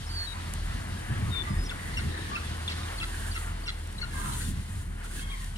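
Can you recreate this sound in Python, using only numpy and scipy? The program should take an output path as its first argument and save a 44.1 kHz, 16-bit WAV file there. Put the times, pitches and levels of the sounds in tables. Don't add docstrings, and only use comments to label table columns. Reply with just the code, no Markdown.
import sys
import numpy as np
from scipy import signal
from scipy.fft import rfft, irfft
from scipy.io import wavfile
from scipy.ndimage import uniform_filter1d

SR = 44100
rng = np.random.default_rng(int(sys.argv[2]) if len(sys.argv) > 2 else 0)


def wav_out(sig):
    wavfile.write(sys.argv[1], SR, np.round(np.clip(np.atleast_2d(sig).T, -1, 1) * 32767).astype(np.int16))


N = 245751
T = np.arange(N) / SR
FREQS_HZ = np.maximum(np.arange(N // 2 + 1) * SR / N, 1)


# start_s (of the cry), squeak_hz, flip_end_hz, cry_hz, cry_s, rasp_hz, rasp_s,
# squeak_db, flip_db, cry_db, rasp_db, cry_tilt_db_per_octave, rasp_tilt_db_per_octave,
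# rasp_roughness_0_1, lr_db
YELPS = [ (1.705, 4250, 3450, 2640, .009, 712, 0.014, -65, -37, -39.5, -39, -1, -21, 0, 4),
         (1.97, 4350, 3000, 2705, 0.02, 699, 0.021, -49, -62, -33.5, -39, -.5, -11, 0.45, 1.5),
         (2.354, 4220, 3070, 2598, .015, 678, 0.019, -48, -50, -32, -40, -14, -19, 0.4, -2.5),
         (2.688, 4220, 3380, 2707, 0.0082, 650, 0.0373, -56, -31, -37, -39.5, -10, 1, 0.86, 1),
         (3.011, 4300, 3140, 2620, 0.018, 652, 0.019, -41, -39.5, -36, -34.5, -13, -10, 0.33, 1),
         (3.344, 4430, 2996, 2710, 0.018, 657, 0.0225, -40.5, -46, -42.5, -37.5, -1, -13, 0.5, 1.5),
         (3.666, 4400, 3050, 2720, .013, 677, 0.027, -48, -46, -40.5, -33.5, 3, -3, 0.48, 1),
         (4.013, 3940, 2830, 2120, 0.015, 1382, 0.022, -40, -54, -35, -37, 0.5, -7.5, 0.2, 6)]
# freq_hz, gain_db
THROAT = [(680, -47), (1380, -1.5), (2050, 5), (2750, 1.5), (3450, 5.5), (4250, 11), (4900, -3), (5500, -5),
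          (6300, -16), (8300, -18), (11000, -25), (15000, -52)]
# start_s, length_s, swell_share, start_hz, end_hz, level_db, lr_db, roughness_0_1
PEEPS = [ (0.047, 0.055, 0.5, 5430, 5200, -53, 5, 0.55), (0.086, 0.064, .2, 4500, 4580, -45.5, -5, 0.14),
         (0.139, 0.13, 0.094, 4620, 4360, -40, -4, 0.1), (0.263, 0.077, 0.16, 3930, 3820, -42.5, 18, 0.07),
         (1.301, 0.13, 0.58, 3740, 3533, -33.5, 21, 0.06), (1.483, 0.067, .3, 5200, 4980, -58, 4, 0.15),
         (1.566, 0.085, 0.34, 4980, 5080, -52.5, 4, .16), (1.632, 0.045, 0.5, 5900, 5560, -50, 0, 0.45),
         (1.658, 0.032, .2, 5400, 4980, -50, 2, 0.2), (2.047, 0.23, 0.41, 3930, 3800, -52, 11, 0.53),
         (2.426, 0.059, 0.54, 3500, 3400, -51, -11, 0.3), (2.74, 0.13, .2, 3800, 3740, -52.5, -18, 0.8),
         (4.303, .06, .3, 4130, 4120, -54, 0, 0.4), (4.41, 0.025, .3, 4380, 4260, -49, 0, .25),
         (5.292, 0.058, 0.25, 3300, 3230, -47, 3, 0.2), (5.294, .032, .4, 3780, 3690, -54, -4, .15)]
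# start_s, length_s, pitch_hz, resonance_start_hz, resonance_end_hz, level_db,
# roughness_0_1, upper_resonance_db, lr_db
SQUAWKS = [ (2.039, 0.36, 582, 1800, 1700, -46.5, 0.98, -24, 1),
           (2.39, 0.17, 612, 1910, 1750, -52, 0.55, -18, 1),
           (4.083, 0.18, 526.3, 1550, 1620, -45, 0.42, -15, -2.5),
           (4.192, 0.16, 335.5, 1350, 1200, -46, 0.81, -14, 3),
           (4.3, 0.18, 367.5, 1470, 1830, -47, 0.87, -11, 2),
           (4.316, .04, 510, 3500, 3300, -47, 0.44, -20, 5),
           (4.435, 0.043, 690, 3550, 3400, -49, 0.24, -20, 4),
           (5.0, 0.085, 492, 1750, 1830, -50, 0.77, -25, 1),
           (5.09, 0.085, 470, 1500, 1800, -52.5, 0.8, -20, -3),
           (5.155, 0.061, 530, 1700, 1580, -45, 0.6, -12, -1),
           (5.352, 0.141, 348.3, 2000, 1620, -62, 0.4, -22, 7),
           (5.55, 0.093, 720, 2900, 2850, -36.5, 0.65, -8, 4)]
# start_s, length_s, pitch_hz, glide_octaves, level_db, step_db_per_harmonic, roughness_0_1, lr_db
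MEWS = [ (0.202, 0.051, 1690, 0.32, -49, -16, 0.4, -4), (0.329, 0.096, 1002, -0.17, -48, -31, 0.3, -16),
        (0.954, 0.066, 1650, 0.08, -49, -30, 0.3, 7), (1.041, 0.18, 1690, -0.028, -51, -28, 0.55, 4),
        (1.399, 0.19, 1960, -0.15, -46.5, -28, 0.58, 0), (1.337, 0.077, 1082, -0.3, -44, -3, 0.4, 24),
        (1.45, 0.078, 1178, -0.12, -44.5, -13, 0.65, -6), (1.722, 0.35, 1954, 0.11, -46.5, -28, 0.95, -1),
        (2.142, 0.047, 990, -0.079, -45.5, -6, 0.3, 2), (2.305, 0.074, 1186, 0.092, -39, -10, 0.42, 2.5),
        (3.07, 0.28, 1638, -0.1, -48.5, -19, 0.71, -3), (4.134, 0.063, 1030, -0.12, -40, -14, 0.42, 18),
        (4.177, .11, 1270, .17, -46, -20, 0.4, 2), (4.187, 0.146, 1025, -0.081, -41.5, -14, 0.54, -8),
        (4.253, 0.047, 992, -0.23, -42.5, -22, 0.23, -1), (5.005, 0.072, 1450, -0.13, -50.5, -20, 0.54, -8),
        (5.203, 0.055, 1090, 0.0071, -45.5, 2, 0.17, -1), (5.259, .055, 1092, -0.002, -47, -1, 0.25, -1),
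        (5.291, 0.088, 1090, -0.19, -49.5, -11, 0.24, 7), (5.305, 0.068, 2156, -0.5, -45.5, -28, 0.28, 5),
        (5.388, 0.07, 1030, -0.064, -54, -16, 0.1, -10), (5.398, 0.066, 1820, -.22, -52, -25, .35, 8)]
# freq_hz, lag_rad
PORT_LAG = [(700, 3.1), (1150, 2.8), (1420, 5.64), (2050, 3.47), (2650, 4.04), (2850, 3.7), (3500, 4.44),
            (4250, 3.27), (4420, 3.95), (4600, 3.75), (5500, 5.9), (8500, 6.5)]
# time_s, firing_hz
ENGINE_RATE = [(0, 42.17), (2.1, 42.45), (2.5, 40.57), (3.0, 40.44), (4.0, 39.05), (4.8, 39.06),
               (5.57, 37.7)]
# time_s, level_db
FIRING_LEVEL = [(0.0, -44), (0.11, -34.5), (0.37, -45.5), (0.67, -30), (0.71, -42), (1.49, -47),
                (1.58, -27.5), (1.81, -50), (1.97, -36), (2.59, -54), (3.05, -35), (3.71, -36.5),
                (3.85, -41), (4.5, -33.5), (4.71, -40), (5.57, -36)]
# time_s, level_db
OCTAVE_LEVEL = [(0.0, -63), (0.16, -33.5), (0.27, -47), (0.59, -35), (1.19, -40), (1.25, -31),
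                (1.38, -41.5), (1.59, -30.5), (1.71, -51), (1.82, -41), (2.87, -34), (2.92, -43),
                (3.53, -31.5), (3.58, -42.5), (4.38, -37), (5.4, -48.5)]
# start_s, length_s, level_db
GUSTS = [(0.848, 0.15, -39.5), (1.077, 0.077, -30.5), (1.131, 0.22, -31), (1.492, 0.061, -28),
         (1.554, 0.12, -36.5), (2.026, 0.094, -36), (4.216, 0.17, -39.5), (4.435, 0.12, -34),
         (4.565, 0.064, -35)]
# freq_hz, density_db_per_hz
GUST_COLOUR = [(25, -4), (60, -1.5), (85, 3), (115, 2), (190, -2.5), (270, -16.5), (450, -35.5), (900, -80)]
# start_s, level_db
TICKS = [(0.5372, -32), (3.873, -44), (3.927, -44), (4.336, -37), (5.42, -43), (5.445, -38.5)]
# freq_hz, density_db_per_hz
TICK_COLOUR = [(1500, -22), (2800, 3), (5000, -9), (8500, 5), (11500, -4), (15500, -20)]
# start_s, length_s, level_db, lr_db
SWELLS = [(2.773, 0.78, -52.5, -4.5), (4.058, 0.34, -48.5, -4.5), (4.218, 0.33, -47, 2.5),
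          (4.634, 0.22, -57.5, -1), (5.024, 0.046, -54, -1), (5.055, 0.2, -49.5, -2), (5.35, 0.16, -57, -1)]
# time_s, body_db, top_db, top_lr_db
HISS = [(0, -53, -58, 3), (1.8, -54, -56, 0.5), (2.3, -50, -57, 1), (2.9, -51, -55.5, -4),
        (3.8, -58, -60.5, 0.5), (4.6, -56, -58, 0.5), (4.93, -63.5, -63.5, 2), (5.3, -55, -56, 3),
        (5.57, -58.5, -60.5, 3)]
# freq_hz, density_db_per_hz
HISS_COLOUR = [(1800, -52), (2500, 3), (2900, 8), (3300, 8), (3800, 8), (4500, 6.5), (5200, 3), (6000, 0.5),
               (7500, -5.5)]
# freq_hz, density_db_per_hz
TOP_COLOUR = [(4500, -56), (5600, -3.5), (6900, 4.5), (7900, 5.5), (8700, 8.5), (9400, 10), (10100, 7),
              (10800, 1.5), (12900, -3.5), (14700, -10.5), (15700, -14)]
# time_s, rumble_db, road_db, wash_db
TOWN = [(0, -43, -58, -49.5), (1.1, -39, -53, -46), (1.7, -39, -52, -46.5), (2.1, -38.5, -49.5, -48.5),
        (2.8, -41, -52, -45.5), (3.25, -41.5, -54.5, -46), (3.7, -45.5, -55.5, -51),
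        (4.3, -37.5, -53, -49.5), (4.88, -41.5, -62, -55), (5.05, -45.5, -56.5, -51), (5.5, -42, -62, -54)]
# freq_hz, density_db_per_hz
RUMBLE_COLOUR = [(14, -15), (28, 0.5), (55, 5), (80, 7.5), (110, 4), (160, -1.5), (220, -3), (300, -19.5),
                 (450, -55)]
# freq_hz, density_db_per_hz
ROAD_COLOUR = [(200, -4), (300, 3), (400, -1.5), (520, -7.5), (700, -31)]
# freq_hz, density_db_per_hz
WASH_COLOUR = [(400, -14.5), (600, -1), (820, -0.5), (1020, 1), (1250, 0), (1610, 2.5), (1950, 1.5),
               (2440, -5.5), (3200, -8.5), (4200, -37)]
# freq_hz, side_minus_mid_db
WIDTH = [(60, -21), (110, -11.5), (200, -10), (380, 0), (700, 5.5), (1290, -0.5), (2380, 0), (4400, 0),
         (8120, 0.5), (15000, -0.5)]

SQUEAK_LEAD_S, SQUEAK_S = 0.036, 0.0255
FLIP_RATIO, FLIP_S = 1.35, 0.011
SHARP_SHARE = 0.0602
CRY_ROUGHNESS, RASP_START_SHARE = 0.15, 0.4
RASP_FADE_DB, THROAT_CLOSING = 7, 0.13
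GRAIN_DB, GRAIN_DECAY_S = -16, 0.03
UPPER_THROAT_HZ = 3430
SQUAWK_HALF_WIDTH_OCTAVES, SQUAWK_SHARP_SHARE = 0.32, 0.07
MEW_ARCH_OCTAVES = 0.0503
FAR_LAG_RAD = 0.6
BASIN_DB, BASIN_T60_S = -21.5, 2.0
SWELL_RISE, SWELL_FALL = 0.43, 0.17
TOP_HZ = 15750


def undb(db):
    return 10 ** (np.asarray(db) / 20)


def unit(x):
    return x / np.sqrt(np.mean(x ** 2))


def curves(table):
    time_s, *columns = np.transpose(table)
    return [np.interp(T, time_s, column) for column in columns]


def colour(points, hz):
    point_hz, db = np.transpose(points)
    below_octaves = np.maximum(np.log2(point_hz[0] / hz), 0)
    above_octaves = np.maximum(np.log2(hz / point_hz[-1]), 0)
    return undb(np.interp(np.log(hz), np.log(point_hz), db) - 20 * (below_octaves + above_octaves))


def walk(rate_hz, size=N):
    hold = max(int(SR / rate_hz), 1)
    held = np.repeat(rng.standard_normal(size // hold + 2), hold)
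    smooth = uniform_filter1d(uniform_filter1d(held, hold), hold)
    return np.sqrt(2) * smooth[hold // 2:hold // 2 + size]


def glide(length_s, start_hz, end_hz, settle=1.744):
    return end_hz + (start_hz - end_hz) * np.linspace(1, 0, int(length_s * SR)) ** settle


def pan(lr_db):
    gains = undb(np.array([lr_db, -lr_db]).reshape(2, -1) / 2)
    return gains / np.sqrt(np.mean(gains ** 2, axis=0))


def add(out, start_s, sound):
    start = max(int(start_s * SR), 0)
    part = sound[:, :max(N - start, 0)]
    out[:, start:start + part.shape[1]] += part


def air(points, likeness=0.6):
    mid, own = rfft(rng.standard_normal((2, N))) * colour(points, FREQS_HZ)
    share = np.clip(likeness, 0, 1)
    width_hz, width_db = np.transpose(WIDTH)
    width = undb(np.interp(FREQS_HZ, width_hz, width_db))
    side = width * (1j * share * mid + np.sqrt(1 - share ** 2) * own)
    return irfft(np.array([mid + side, mid - side]), N) / np.std(irfft(mid, N))


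def voice(hz, gains, rough, jitter=0.0502, shimmer=0.97, ragged=1.0, extra_lag_rad=0):
    size = len(hz)
    phase = 2 * np.pi * np.cumsum(hz * (1 + jitter * rough * walk(900, size=size))) / SR
    lag_hz, lag_rad = np.transpose(PORT_LAG)
    tone = np.zeros((2, size))
    for k, gain in enumerate(gains, 1):
        if k * hz.max() >= SR / 2:
            continue
        flutter = 1 + ragged * rough * walk(250.5, size=size)
        lag = np.array([[0], [np.interp(k * hz.mean(), lag_hz, lag_rad) + extra_lag_rad]])
        tone += gain * flutter * np.cos(k * phase + 2 * np.pi * rng.random() - lag)
    return unit(tone * (1 + shimmer * rough * walk(600, size=size)))


def quays(x, t60_s=0.7, gap_s=0.0035):
    t = T[:SR]
    tail = rng.standard_normal((2, SR)) * undb(-60 * t / t60_s) * (1 - np.exp(-t / gap_s))
    tail = signal.sosfilt(signal.butter(1, 3000, fs=SR, output="sos"), tail)
    return signal.fftconvolve(x, unit(tail) / np.sqrt(SR), axes=1)[:, :N]


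def near_gull(edge_s=0.002, turbulence_gain=0.6, gain_db=1.0, clear_rough=0.27):
    out = np.zeros((2, N))
    turbulence = air(THROAT, likeness=0.19)
    harmonics = np.arange(1, 13)[:, None]
    sharp = 1 + SHARP_SHARE
    for (s, squeak_hz, flip_end_hz, cry_hz, cry_s, rasp_hz, rasp_s, squeak_db, flip_db, cry_db, rasp_db,
         cry_tilt_db, rasp_tilt_db, rasp_rough, lr_db) in YELPS:
        # start_s, length_s, start_hz, end_hz, level_db, roughness, tilt_db_per_octave, edge_s, closing_0_1
        registers = [
            (s - SQUEAK_LEAD_S, SQUEAK_S, squeak_hz * sharp, squeak_hz, squeak_db, clear_rough, 0,
             SQUEAK_S / 2, 0),
            (s - FLIP_S, FLIP_S, cry_hz * FLIP_RATIO, flip_end_hz, flip_db, clear_rough, 0, edge_s, 0),
            (s, cry_s, cry_hz * sharp, cry_hz, cry_db, CRY_ROUGHNESS, cry_tilt_db, edge_s, 0),
            (s + cry_s, rasp_s, rasp_hz * sharp, rasp_hz, rasp_db, rasp_rough, rasp_tilt_db, edge_s, 1)]
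        for start_s, length_s, start_hz, end_hz, db, rough, tilt_db, fade_s, closing in registers:
            hz = glide(length_s + edge_s, start_hz, end_hz)
            closed = closing * np.linspace(-0.5, 0.5, len(hz))
            hoarse = rough * np.linspace(RASP_START_SHARE if closing else 1, 1, len(hz))
            gains = colour(THROAT, hz * harmonics * (1 + THROAT_CLOSING * closed))
            gains = gains * undb(tilt_db * np.log2(harmonics))
            breath = turbulence[:, int(start_s * SR):][:, :len(hz)]
            cry = voice(hz, gains, hoarse, shimmer=1.0) + turbulence_gain * hoarse * breath
            swing = signal.windows.tukey(len(hz), min(2 * fade_s / length_s, 1))
            swing = swing * undb(-RASP_FADE_DB * closed)
            add(out, start_s - edge_s / 2, unit(cry) * swing * undb(db + gain_db) * pan(lr_db))
        from_end_s = T - (s + cry_s + rasp_s)
        grain = np.exp(-np.abs(from_end_s) / GRAIN_DECAY_S) * rasp_rough * undb(rasp_db + GRAIN_DB)
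        out += turbulence * grain
    return out


def peeps(stop_s=0.0075, gain_db=1.5, flutter_db=-1.25):
    out = np.zeros((2, N))
    for s, length_s, swell, start_hz, end_hz, db, lr_db, rough in PEEPS:
        hz = glide(length_s, start_hz, end_hz)
        t = T[:len(hz)]
        swing = np.minimum(t / (swell * length_s), 1) * np.minimum((length_s - t) / stop_s, 1)
        swing = swing * undb(flutter_db * walk(75, size=len(t)))
        add(out, s, voice(hz, [1], rough) * swing * undb(db + gain_db) * pan(lr_db))
    return out


def squawks(gain_db=0, flutter_db=1.5):
    out = np.zeros((2, N))
    harmonics = np.arange(1, 13)[:, None]
    for s, length_s, pitch_hz, start_hz, end_hz, db, rough, upper_db, lr_db in SQUAWKS:
        hz = glide(length_s, pitch_hz * (1 + SQUAWK_SHARP_SHARE), pitch_hz)

        def resonance(centre_hz):
            return 1 / (1 + (np.log2(hz * harmonics / centre_hz) / SQUAWK_HALF_WIDTH_OCTAVES) ** 2)

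        sliding = resonance(np.geomspace(start_hz, end_hz, len(hz)))
        gains = sliding + undb(upper_db) * resonance(UPPER_THROAT_HZ)
        swing = signal.windows.tukey(len(hz), 0.5) * undb(flutter_db * walk(67, size=len(hz)))
        call = voice(hz, gains, rough, shimmer=0.5, extra_lag_rad=FAR_LAG_RAD)
        add(out, s, call * swing * undb(db + gain_db) * pan(lr_db))
    return out


def mew(length_s, pitch_hz, octaves, step_db, rough):
    u = np.linspace(-1, 1, int(length_s * SR))
    hz = pitch_hz * 2 ** (octaves * u / 2 - MEW_ARCH_OCTAVES * u ** 2)
    cry = voice(hz, undb(step_db * np.arange(3)), rough, extra_lag_rad=FAR_LAG_RAD)
    return cry * signal.windows.tukey(len(u), 0.5)


def far_gulls():
    out = np.zeros((2, N))
    for s, length_s, pitch_hz, octaves, db, step_db, rough, lr_db in MEWS:
        add(out, s, mew(length_s, pitch_hz, octaves, step_db, rough) * undb(db) * pan(lr_db))
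    return out


def engine(firing_db=-1, octave_db=-2.0, waver_db=1.0, lag_s=0.000059):
    (hz,), (first_db,), (second_db,) = curves(ENGINE_RATE), curves(FIRING_LEVEL), curves(OCTAVE_LEVEL)
    cycles = np.cumsum(hz * (1 + 0.033 * walk(20))) / SR
    phase = 2 * np.pi * (cycles - hz * np.array([[0], [lag_s]]))
    firing = undb(first_db + firing_db + waver_db * walk(7.2)) * np.sin(phase)
    octave = undb(second_db + octave_db + waver_db * walk(13)) * np.sin(2 * phase)
    return np.sqrt(2) * (firing + octave)


def gusts(gain_db=1):
    strength = np.zeros((1, N))
    for s, length_s, db in GUSTS:
        add(strength, s, undb(db + gain_db) * signal.windows.tukey(int(length_s * SR), 0.6)[None])
    return strength * air(GUST_COLOUR, likeness=1.0)


def ticks(decay_s=0.0017):
    strength = np.zeros(N)
    for s, db in TICKS:
        strength += undb(db) * (T >= s) * np.exp(-np.abs(T - s) / decay_s)
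    return air(TICK_COLOUR, likeness=0) * strength


def hiss(body_db=0, fine_db=2, swell_body_db=-4):
    mid_db, top_db, lr_db = curves(HISS)
    swell_power = np.zeros((2, N))
    for s, length_s, db, swell_lr_db in SWELLS:
        u = (T - s) / length_s
        shape = np.clip(np.minimum(u / SWELL_RISE, (1 - u) / SWELL_FALL), 0, 1)
        swell_power += (shape * undb(db) * pan(swell_lr_db)) ** 2
    swell = np.sqrt(swell_power)
    body = air(HISS_COLOUR, likeness=0.33) * np.hypot(undb(mid_db), swell * undb(swell_body_db))
    top = air(TOP_COLOUR, likeness=0.3) * np.hypot(undb(top_db) * pan(lr_db), swell)
    return body * undb(body_db + 1.0 * walk(24.72)) + top * undb(fine_db + 0.94 * walk(44))


def flock(count=110, low_hz=1100, span_hz=1000, shortest_s=0.0271, extra_s=0.0772, octaves=-0.116,
          spread_db=8):
    out = np.zeros((2, N))
    for when, pitch, length, distance, side in rng.random((count, 5)):
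        cry = mew(shortest_s + extra_s * length, low_hz + span_hz * pitch, octaves, step_db=-5.0, rough=0.45)
        add(out, when * N / SR, cry * undb(-spread_db * distance) * pan(8 * (side - 0.5)))
    return unit(out)


def town(road_trim_db=1, wash_trim_db=-1.0, flock_db=-13):
    rumble_db, road_db, wash_db = curves(TOWN)
    rumble = air(RUMBLE_COLOUR, likeness=0.39) * undb(rumble_db + 1.75 * walk(14))
    road = air(ROAD_COLOUR, likeness=0.51) * undb(road_db + road_trim_db + 1.33 * walk(12))
    wash = air(WASH_COLOUR, likeness=0.96) * undb(wash_trim_db + 1.1 * walk(22.17))
    birds = quays(flock(), t60_s=0.19) * undb(flock_db)
    return rumble + road + (wash + birds) * undb(wash_db) * pan(2.75)


def scene():
    whistles, yelps, far = peeps(), near_gull(), far_gulls() + squawks()
    direct = whistles + yelps + undb(-1.0) * far
    echoes = quays(undb(-16.5) * yelps, t60_s=0.47) + quays(undb(-10) * far, t60_s=0.46)
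    basin = quays(undb(BASIN_DB) * whistles, t60_s=BASIN_T60_S, gap_s=0.007)
    return direct + echoes + basin + engine() + gusts() + town() + hiss() + ticks()


def record(dry):
    return signal.sosfilt(signal.ellip(10, 0.1, 80, TOP_HZ, fs=SR, output="sos"), dry)


dry = scene()
out = record(dry)
wav_out(out)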